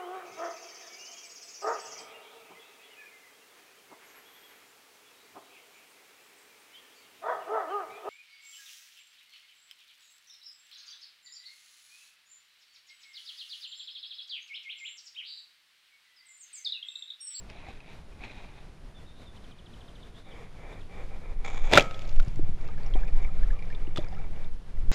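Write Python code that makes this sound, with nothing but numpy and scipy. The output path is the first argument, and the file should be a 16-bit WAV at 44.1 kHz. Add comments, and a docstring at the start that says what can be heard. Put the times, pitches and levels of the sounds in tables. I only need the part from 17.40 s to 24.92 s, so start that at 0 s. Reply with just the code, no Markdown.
"""A fish thrashes twice far out in a slow river, heard from a body-worn camera in a waterproof case.
A songbird whistles and trills; sleeves rub as the angler pulls in line. The taut line hisses through
the water, a close splash strikes the case and rings its mount, and drops patter back. The angler wades
and turns: waders rub, bubbles gurgle and plink, the harness rumbles and knocks."""
import sys
import numpy as np
from scipy import signal
from scipy.fft import rfft, irfft
from scipy.io import wavfile
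from scipy.ndimage import uniform_filter1d

SR = 44100
rng = np.random.default_rng(int(sys.argv[2]) if len(sys.argv) > 2 else 0)


def put_to_file(sound):
    """Save the sound as 16-bit audio at rate SR, in the file named by the first command-line argument."""
    columns = np.atleast_2d(sound).T  # one column per channel
    safe = np.clip(columns, -1, 1)
    whole_steps = np.round(safe * 32767)
    wavfile.write(sys.argv[1], SR, whole_steps.astype(np.int16))


N = 331499
T = np.arange(N) / SR
HZ = np.fft.rfftfreq(N, 1 / SR)

# spectra: freq_hz, relative_db
RIVER_SPECTRUM = [(12, -21.5), (20, -10), (29, -4.5), (43, -6.5), (74, -18.5), (178, -19), (325, -25),
                  (739, -29.5), (847, -32.5), (972, -32), (2670, -39), (3240, -40), (5010, -44.5),
                  (13800, -61.5)]  # current and air
SWAY_SPECTRUM = [(4, -34.5), (9, 13), (16, -1.5), (24, -3), (35, -13.5), (55, -28), (90, -36), (200, -97)]  # chest
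RUMBLE_SPECTRUM = [(30, -29), (55, 4.5), (90, 2), (120, -2.5), (165, -3.5), (230, -17.5), (400, -16.5),
                   (800, -66)]  # harness
THRASH_SPECTRUM = [(300, 6), (600, 2.5), (830, 6), (1250, -5.5), (1800, -1), (2450, 7.5), (2950, -5.5),
                   (3900, -0.5), (4500, -12), (7000, -19), (12000, -45)]  # far spray
CRACK_SPECTRUM = [(150, -4), (550, 1), (1200, -3), (3500, -1.5), (7000, -15), (9500, -27.5), (13000, -33.5)]  # impact noise
RUB_SPECTRUM = [(100, -22), (250, -4), (500, 3), (900, -1.5), (1450, -8), (2000, -5.5), (2450, -11.5),
                (2800, -27), (3800, -25.5), (4600, -56), (7000, -36), (9000, -45), (13000, -62)]  # sleeves, waders
LINE_SPECTRUM = [(200, -3), (700, 6.5), (1100, 3), (2300, -1.5), (2800, -10), (3800, -13), (4600, -16),
                 (7000, -18.5), (8200, -25.5), (9000, -30), (13000, -44)]  # line cutting water
SPRAY_SPECTRUM = [(50, -4), (140, 7.5), (220, -4), (320, 1.5), (400, -1.5), (620, 6), (1000, -5),
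                  (2400, -6.5), (3600, -16.5), (5000, -20), (7500, -25.5), (9000, -34), (13000, -37.5)]  # close splash
TICK_SPECTRUM = [(500, 9), (1200, -6), (2400, 10.5), (3800, 4), (7200, 0.5), (8500, -28), (13000, -32)]  # landing drops
# air and wall resonances of the case: centre_hz, width_hz, lift_db
CASE_MODES = [(461, 160, 4.5), (786, 20, 10), (1310, 48, 3.5), (1500, 280, -4), (2330, 290, 10.5),
              (3500, 540, 13.5), (6850, 1400, 11.5)]
# mount resonances: pitch_hz, relative_db, t60_s
MOUNT_MODES = [(534, -10.5, 0.98), (700, -12, 0.83), (1280, 0.5, 0.7), (1350, -3.5, 0.57), (2230, -11, 1)]
# how hard the angler moves: time_s, level_db
EFFORT_CURVE = [(0, -61), (2.65, -63), (3.9, -53), (4.7, -50.5), (5.35, -47), (5.8, -48.5), (6.95, -48),
                (7.23, -60), (7.5, -43)]
# steps and turns swinging the chest: peak_s, level_db
CHEST_SWINGS = [(3.69, -37.5), (3.99, -29.5), (4.231, -18.5), (4.77, -13.5), (5.049, -18.5), (5.58, -16),
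                (5.8, -14.5), (6.041, -16.5), (6.45, -30), (7.102, -22), (7.4, -28)]
# impacts: start_s, level_db, pitch_hz, decay_s, crack_vs_tone_db
HARNESS_KNOCKS = [(4.467, -32, 185, 0.0075, -23), (4.876, -21.5, 131, 0.0069, -45),
                  (4.972, -25.5, 115, 0.012, -41), (4.994, -23.5, 326, 0.0048, -40),
                  (5.032, -24.5, 94, 0.019, -44), (5.093, -22, 127, 0.0044, -41),
                  (5.255, -40, 119, 0.01, -35), (5.554, -23.5, 318, 0.0025, -37),
                  (5.558, -36, 752, 0.015, -27), (6.244, -47, 160, 0.017, -10),
                  (6.476, -34, 312, 0.0054, -36), (6.583, -25, 133, 0.0059, -38),
                  (6.585, -26, 340, 0.0081, -25), (6.588, -30, 600, 0.0098, -38)]  # dull knocks, gulps of water
TAIL_SLAPS = [(.099, -48, 2520, 0.0027, 7), (.284, -39, 780, 0.0081, -15), (.837, -38, 2540, 0.0061, -10)]
CASE_BLOWS = [(4.049, -37.5, 2180, 0.0058, -17.5), (4.3213, -17, 630, 0.0019, -3),
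              (4.3275, -24, 700, .0017, 1), (4.3325, -12.5, 150, 0.0025, -19),
              (4.334, -14.5, 327, .006, -20), (4.3347, -10.5, 3500, 0.0019, 1),
              (4.346, -11, 3500, 0.0017, -14), (4.3549, -21, 2020, 0.0017, 4),
              (4.362, -19.5, 3500, .003, -2.5), (4.3717, -17.5, 3420, .002, -4),
              (4.3745, 1, 1374, 0.0037, -6.5), (4.3829, -9, 2360, 0.0041, -8),
              (4.3961, -13.5, 2567, 0.0017, -2.5), (4.407, -22, 3305, .0035, -3),
              (4.5098, -37, 1310, 0.0024, 0.5), (4.544, -36.5, 3420, 0.0034, -6),
              (4.798, -30.5, 1420, 0.0043, -5), (6.5606, -32, 3460, 0.0036, -1.5),
              (6.572, -29.5, 1250, 0.0042, 1), (6.579, -26, 3380, 0.0022, -11),
              (6.593, -42, 3520, .0048, -25), (6.6262, -45, 3620, .002, -12)]  # water, tackle
# thrown water: peak_s, level_db, rise_s, fade_s
FAR_BURSTS = [(.1, -51, 0.012, 0.13), (.18, -52.5, 0.014, 0.19), (.29, -51, 0.067, 0.047),
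              (.502, -52, 0.064, 0.052), (.845, -44, 0.024, 0.061), (.97, -50.5, 0.12, 0.15),
              (1.19, -55.5, .02, 0.029)]
CLOSE_SHEETS = [(4.336, -11, .005, 0.0047), (4.358, -17, .021, 0.033), (4.383, -13.5, .004, 0.0039),
                (4.45, -47, .05, 0.42)]  # the last runs off the case
# larger drips and bubbles in the river: start_s, level_db, pitch_hz
RIVER_DRIPS = [(0.404, -41.5, 2490), (5.287, -41.5, 1210), (5.378, -45, 1660), (5.433, -45, 4500),
               (5.463, -43.5, 5450), (5.538, -35.5, 3210), (5.679, -40.5, 2380), (5.847, -34.5, 2210),
               (6.031, -39.5, 1670), (6.104, -38, 1670), (6.13, -43, 1190), (6.191, -42, 2270),
               (6.224, -41.5, 2250), (6.302, -39, 1750), (6.326, -40.5, 2230), (6.349, -40.5, 3500),
               (6.685, -47, 4900), (6.725, -39.5, 750), (7.045, -48, 3550)]
# songbird whistles: start_s, length_s, start_hz, end_hz, level_db, rasp_hz
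BIRD_NOTES = [(1.538, 0.068, 3700, 3460, -57.5, 70), (1.648, 0.094, 3750, 3640, -60, 110),
              (1.737, 0.13, 3780, 3720, -62, 220), (1.85, 0.063, 3870, 3480, -56.5, 80),
              (2.06, .083, 2550, 2450, -62.5, 30), (2.597, .074, 4020, 3480, -60.5, 130),
              (2.738, 0.075, 3100, 3710, -56, 262), (2.823, 0.11, 3890, 3500, -63.5, 140),
              (2.9, 0.041, 4000, 3070, -55, 120), (2.933, 0.049, 3600, 3100, -62, 200),
              (3.322, 0.021, 3080, 3720, -56, 120), (3.402, 0.024, 4600, 3140, -58, 150)]
# limb moves: start_s, length_s, level_db
ARM_PULLS = [(2.83, 0.27, -51.5), (3.13, 0.29, -49.5), (3.48, .19, -49), (3.67, 0.12, -52),
             (3.79, .16, -51), (3.92, 0.15, -57.5)]
LEG_MOVES = [(4.82, 0.14, -65), (5.04, 0.069, -55), (5.18, 0.19, -52), (5.37, 0.25, -52.5),
             (5.55, .17, -49), (5.72, 0.26, -50.5), (5.9, 0.92, -55), (6.59, 0.11, -50.5), (6.7, .2, -52),
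             (6.92, .19, -54), (7.24, 0.46, -63)]
# heaviest drops landing on the case: start_s, level_db
HEAVY_DROPS = [(4.424, -24), (4.593, -33.5), (4.62, -37), (4.693, -35.5), (4.762, -36), (4.828, -40),
               (4.882, -37), (4.959, -38.5)]

PULL_SKEW, WADE_SKEW = 1.35, 0.66  # a pull peaks late, a leg early


def amp(db):
    """Decibels to gain."""
    return 10 ** (np.asarray(db) / 20)


def unit(x):
    """Scale to rms 1."""
    return x / np.sqrt(np.mean(x ** 2) + 1e-20)


def colour(x, spectrum, modes=()):
    """Filter by a smooth spectrum plus resonances; rms 1."""
    hz, db = np.transpose(spectrum)
    shape_db = np.interp(np.log(HZ + 1), np.log(hz + 1), db)
    for centre_hz, width_hz, lift_db in modes:
        shape_db += lift_db / (1 + (2 * (HZ - centre_hz) / width_hz) ** 2)
    return unit(irfft(rfft(x) * amp(shape_db), N))


def drift(rate_hz):
    """Random wander up to about rate_hz; rms 1."""
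    return unit(irfft(rfft(rng.standard_normal(N)) * np.exp(-(HZ / rate_hz) ** 2), N))


def grains(per_s, spread_db):
    """Random clicks of uneven size; rms 1."""
    size = amp(spread_db * np.minimum(rng.exponential(1, N), 4))
    return unit(size * rng.choice([-1, 1], N) * (rng.random(N) < per_s / SR))


def add(mix, start_s, sound):
    """Mix a sound in at start_s."""
    part = mix[max(round(start_s * SR), 0):][:len(sound)]
    part += sound[:len(part)]


def bursts(rows):
    """Envelope of thrown water: exponential rise and fade; powers add."""
    power = np.zeros(N)
    for peak_s, db, rise_s, fade_s in rows:
        log_gain = np.minimum((T - peak_s) / rise_s, (peak_s - T) / fade_s)
        power += (amp(db) * np.exp(np.maximum(log_gain, -20))) ** 2
    return np.sqrt(power)


def strokes(rows, skew):
    """Envelope of limb moves: each speeds up and slows in one arch; powers add."""
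    power = np.zeros(N)
    for start_s, length_s, db in rows:
        progress = np.clip((T - start_s) / length_s, 0, 1)
        power += amp(db) ** 2 * abs(np.sin(np.pi * progress ** skew)) ** 1.15
    return np.sqrt(power)


def strikes(rows, attack_cycles):
    """Impacts: a damped tone and a noise crack under one envelope."""
    out, t = np.zeros(N), T[:SR // 10]
    noise = colour(rng.standard_normal(N), CRACK_SPECTRUM)
    for start_s, db, hz, decay_s, crack_db in rows:
        envelope = np.tanh(t * hz / attack_cycles) * (1 + t / decay_s) * np.exp(-1.6 * t / decay_s)
        crack = amp(crack_db) * noise[round(start_s * SR):][:len(t)]
        add(out, start_s, amp(db) * envelope * (np.sin(2 * np.pi * hz * t) + crack))
    return out


def bubble(hz, decay_cycles, glide):
    """Trapped air rings down, its pitch climbing as it nears the surface."""
    age = np.arange(int(6 * decay_cycles / hz * SR)) / SR * hz / decay_cycles  # in decay times
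    tone = np.sin(2 * np.pi * decay_cycles * (age + glide * age ** 2 / 2))
    return tone * np.exp(-age) * (1 - np.exp(-age * decay_cycles))


def bubbles(low_hz, high_hz, per_s, decay_cycles, spread_db, sizes=24):
    """Bubble cloud: each click rings one bubble size."""
    clicks, size_index = grains(per_s, spread_db), rng.integers(0, sizes, N)
    cloud = np.zeros(N)
    for k, hz in enumerate(np.geomspace(low_hz, high_hz, sizes)):
        ring = unit(bubble(hz, decay_cycles, glide=0.027)) * np.sqrt(hz)
        cloud += signal.oaconvolve(clicks * (size_index == k), ring)[:N]
    return unit(cloud)


def bank_echo(x, t60_s, wet_db):
    """Add diffuse echo from the trees on the banks."""
    tail = rng.standard_normal(SR) * amp(-60 * T[:SR] / t60_s)
    return x + amp(wet_db) * signal.fftconvolve(x, tail / np.linalg.norm(tail))[:N]


def river(level_db=-50):
    """Soft, wavering wash of the current."""
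    return colour(rng.standard_normal(N), RIVER_SPECTRUM) * amp(level_db + 1.7 * drift(12))


def camera_whine(pitch_hz=9640, jitter_hz=14, rms_db=-81.5):
    """Thin electronic tone."""
    hz = pitch_hz + jitter_hz * drift(150)
    return amp(rms_db) * np.sqrt(2) * np.sin(2 * np.pi * np.cumsum(hz) / SR)


def body(rest_sway_db=-46, rest_effort_db=-60.5, sway_db_per_db=1.72):
    """Chest sway and harness rumble follow effort; steps add sway; knocks come through the mount."""
    effort_db = np.interp(T, *np.transpose(EFFORT_CURVE))
    swing = amp(rest_sway_db + sway_db_per_db * (effort_db - rest_effort_db))
    swing += sum(amp(db) * np.exp(-((T - peak_s) / 0.071) ** 2) for peak_s, db in CHEST_SWINGS)
    sway = colour(rng.standard_normal(N), SWAY_SPECTRUM)
    sway /= np.sqrt(uniform_filter1d(sway ** 2, size=SR // 6))  # even out the level
    rumble = colour(rng.standard_normal(N), RUMBLE_SPECTRUM) * amp(effort_db + 4.5)
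    return sway * swing + rumble + strikes(HARNESS_KNOCKS, attack_cycles=0.081)


def far_fish():
    """Distant tail slaps with spray and bubbles."""
    spray = grains(per_s=3500, spread_db=3)
    froth = bubbles(606, 4970, per_s=1500, decay_cycles=5.5, spread_db=4)
    slosh = colour((spray + 0.31 * froth) * amp(1.2 * drift(60)), THRASH_SPECTRUM)
    slaps = strikes(TAIL_SLAPS, attack_cycles=1.1)
    return slosh * bursts(FAR_BURSTS) + bank_echo(slaps, t60_s=0.13, wet_db=-5)


def drips():
    """Single plinks on the river: a small splat, a ringing bubble, a short wash."""
    splats = [(start_s, db - 12, hz, 0.002, 2) for start_s, db, hz in RIVER_DRIPS]
    out = strikes(splats, attack_cycles=1.06)
    for start_s, db, hz in RIVER_DRIPS:
        add(out, start_s, amp(db) * bubble(hz, decay_cycles=7, glide=0.03))
    return bank_echo(out, t60_s=0.05, wet_db=-3)


def bird(trill_start_s=1.962, period_s=0.0735, chips=10):
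    """Songbird in the trees: raspy whistles around a trill of falling chips, loudest midway."""
    chip_s, top_hz, bottom_hz, chip_rasp_hz = 0.022, 4500, 2950, 70
    trill = []
    for k in range(chips):
        db = -54 - 0.1 * (k - chips / 2) ** 2
        trill.append((trill_start_s + k * period_s, chip_s, top_hz, bottom_hz, db, chip_rasp_hz))
    song, rasp = np.zeros(N), drift(600)
    for start_s, length_s, start_hz, end_hz, db, rasp_hz in BIRD_NOTES + trill:
        progress = np.linspace(0, 1, int(length_s * SR))
        hz = end_hz + (start_hz - end_hz) * (1 - progress) ** 2.2
        hz += rasp_hz * rasp[round(start_s * SR):][:len(hz)]
        whistle = np.sin(2 * np.pi * np.cumsum(hz) / SR)
        add(song, start_s, amp(db) * np.sin(np.pi * progress) * whistle)
    return bank_echo(song, t60_s=0.8, wet_db=-7.5)


def sleeves():
    """Cloth slips in tiny jerks on each pull; the case colours the friction."""
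    slips = grains(per_s=7000, spread_db=2.2) * amp(0.89 * drift(31))
    return colour(slips, RUB_SPECTRUM, CASE_MODES) * strokes(ARM_PULLS, PULL_SKEW)


def line(start_s=4.042, length_s=0.3, level_db=-44.5, attack_s=0.008, release_s=0.03, jerk_s=0.025):
    """Taut line cuts the surface: a jerk, then a fluttering hiss."""
    t = np.maximum(T - start_s, 0)
    gate = np.clip(np.minimum(t / attack_s, (length_s - t) / release_s), 0, 1)
    jerk = 1 + 0.9 * np.exp(-t / jerk_s)
    tearing = grains(per_s=3500, spread_db=4.6) * amp(2 * drift(86))
    return colour(tearing, LINE_SPECTRUM, CASE_MODES) * amp(level_db) * gate * jerk


def close_splash(ring_vs_blow_db=-36.5):
    """Water and tackle hit the case; the hardest blow rings its mount."""
    spatter = grains(per_s=3600, spread_db=2.3)
    wet_modes = [(hz, width_hz, db / 2) for hz, width_hz, db in CASE_MODES]  # water damps the walls
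    sheets = colour(spatter, SPRAY_SPECTRUM, wet_modes) * bursts(CLOSE_SHEETS)
    out, t = sheets + strikes(CASE_BLOWS, attack_cycles=1), T[:SR]
    blow_s, blow_db, *_ = max(CASE_BLOWS, key=lambda blow: blow[1])
    ring = sum(amp(db - 60 * t / t60_s) * np.sin(2 * np.pi * hz * t) for hz, db, t60_s in MOUNT_MODES)
    add(out, blow_s, amp(blow_db + ring_vs_blow_db) * ring)
    return out


def patter(peak_s=4.61, rise_s=0.07, fade_s=0.25):
    """Drops fall after the splash and off the legs: fine splats, plinks, a few heavy ticks."""
    t = T[:SR // 50]
    splat = rng.standard_normal(len(t)) * np.exp(-t / 0.001)
    splats = colour(signal.oaconvolve(grains(per_s=130, spread_db=4), splat)[:N], TICK_SPECTRUM)
    plinks = bubbles(2000, 7000, per_s=110, decay_cycles=4, spread_db=3.5)
    shower = bursts([(peak_s, -56.5, rise_s, fade_s)])
    off_legs = amp(-14) * strokes(LEG_MOVES, WADE_SKEW)
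    tick_envelope = np.zeros(N)
    for start_s, db in HEAVY_DROPS:
        add(tick_envelope, start_s, amp(db) * np.exp(-t / 0.002))
    ticks = colour(rng.standard_normal(N), TICK_SPECTRUM) * tick_envelope
    return (amp(-6) * splats + amp(-8.5) * plinks) * (shower + off_legs) + amp(-6.5) * ticks


def wading():
    """Each leg move rubs the waders and stirs up gurgles."""
    slips = grains(per_s=4000, spread_db=2.8) * amp(1.5 * drift(45))
    rub = colour(slips, RUB_SPECTRUM, CASE_MODES)
    gurgles = bubbles(350, 2800, per_s=200, decay_cycles=7, spread_db=3.5)
    return (rub + amp(-5.5) * gurgles) * strokes(LEG_MOVES, WADE_SKEW)


def scene():
    """All sources at one microphone."""
    bed = river() + camera_whine() + body()
    far = far_fish() + drips() + bird()
    near = sleeves() + line() + close_splash() + patter() + wading()
    return (bed + far + near)[None]


def record(dry):
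    """Soft overload on the loudest peaks, then a low-pass."""
    ceiling, cutoff_hz = 0.95, 13900
    limited = dry / (1 + (dry / ceiling) ** 6) ** (1 / 6)
    lowpass = signal.firwin(255, cutoff_hz, window=("kaiser", 9), fs=SR)
    return signal.oaconvolve(limited, lowpass[None], "same")


dry = scene()
out = record(dry)
put_to_file(out)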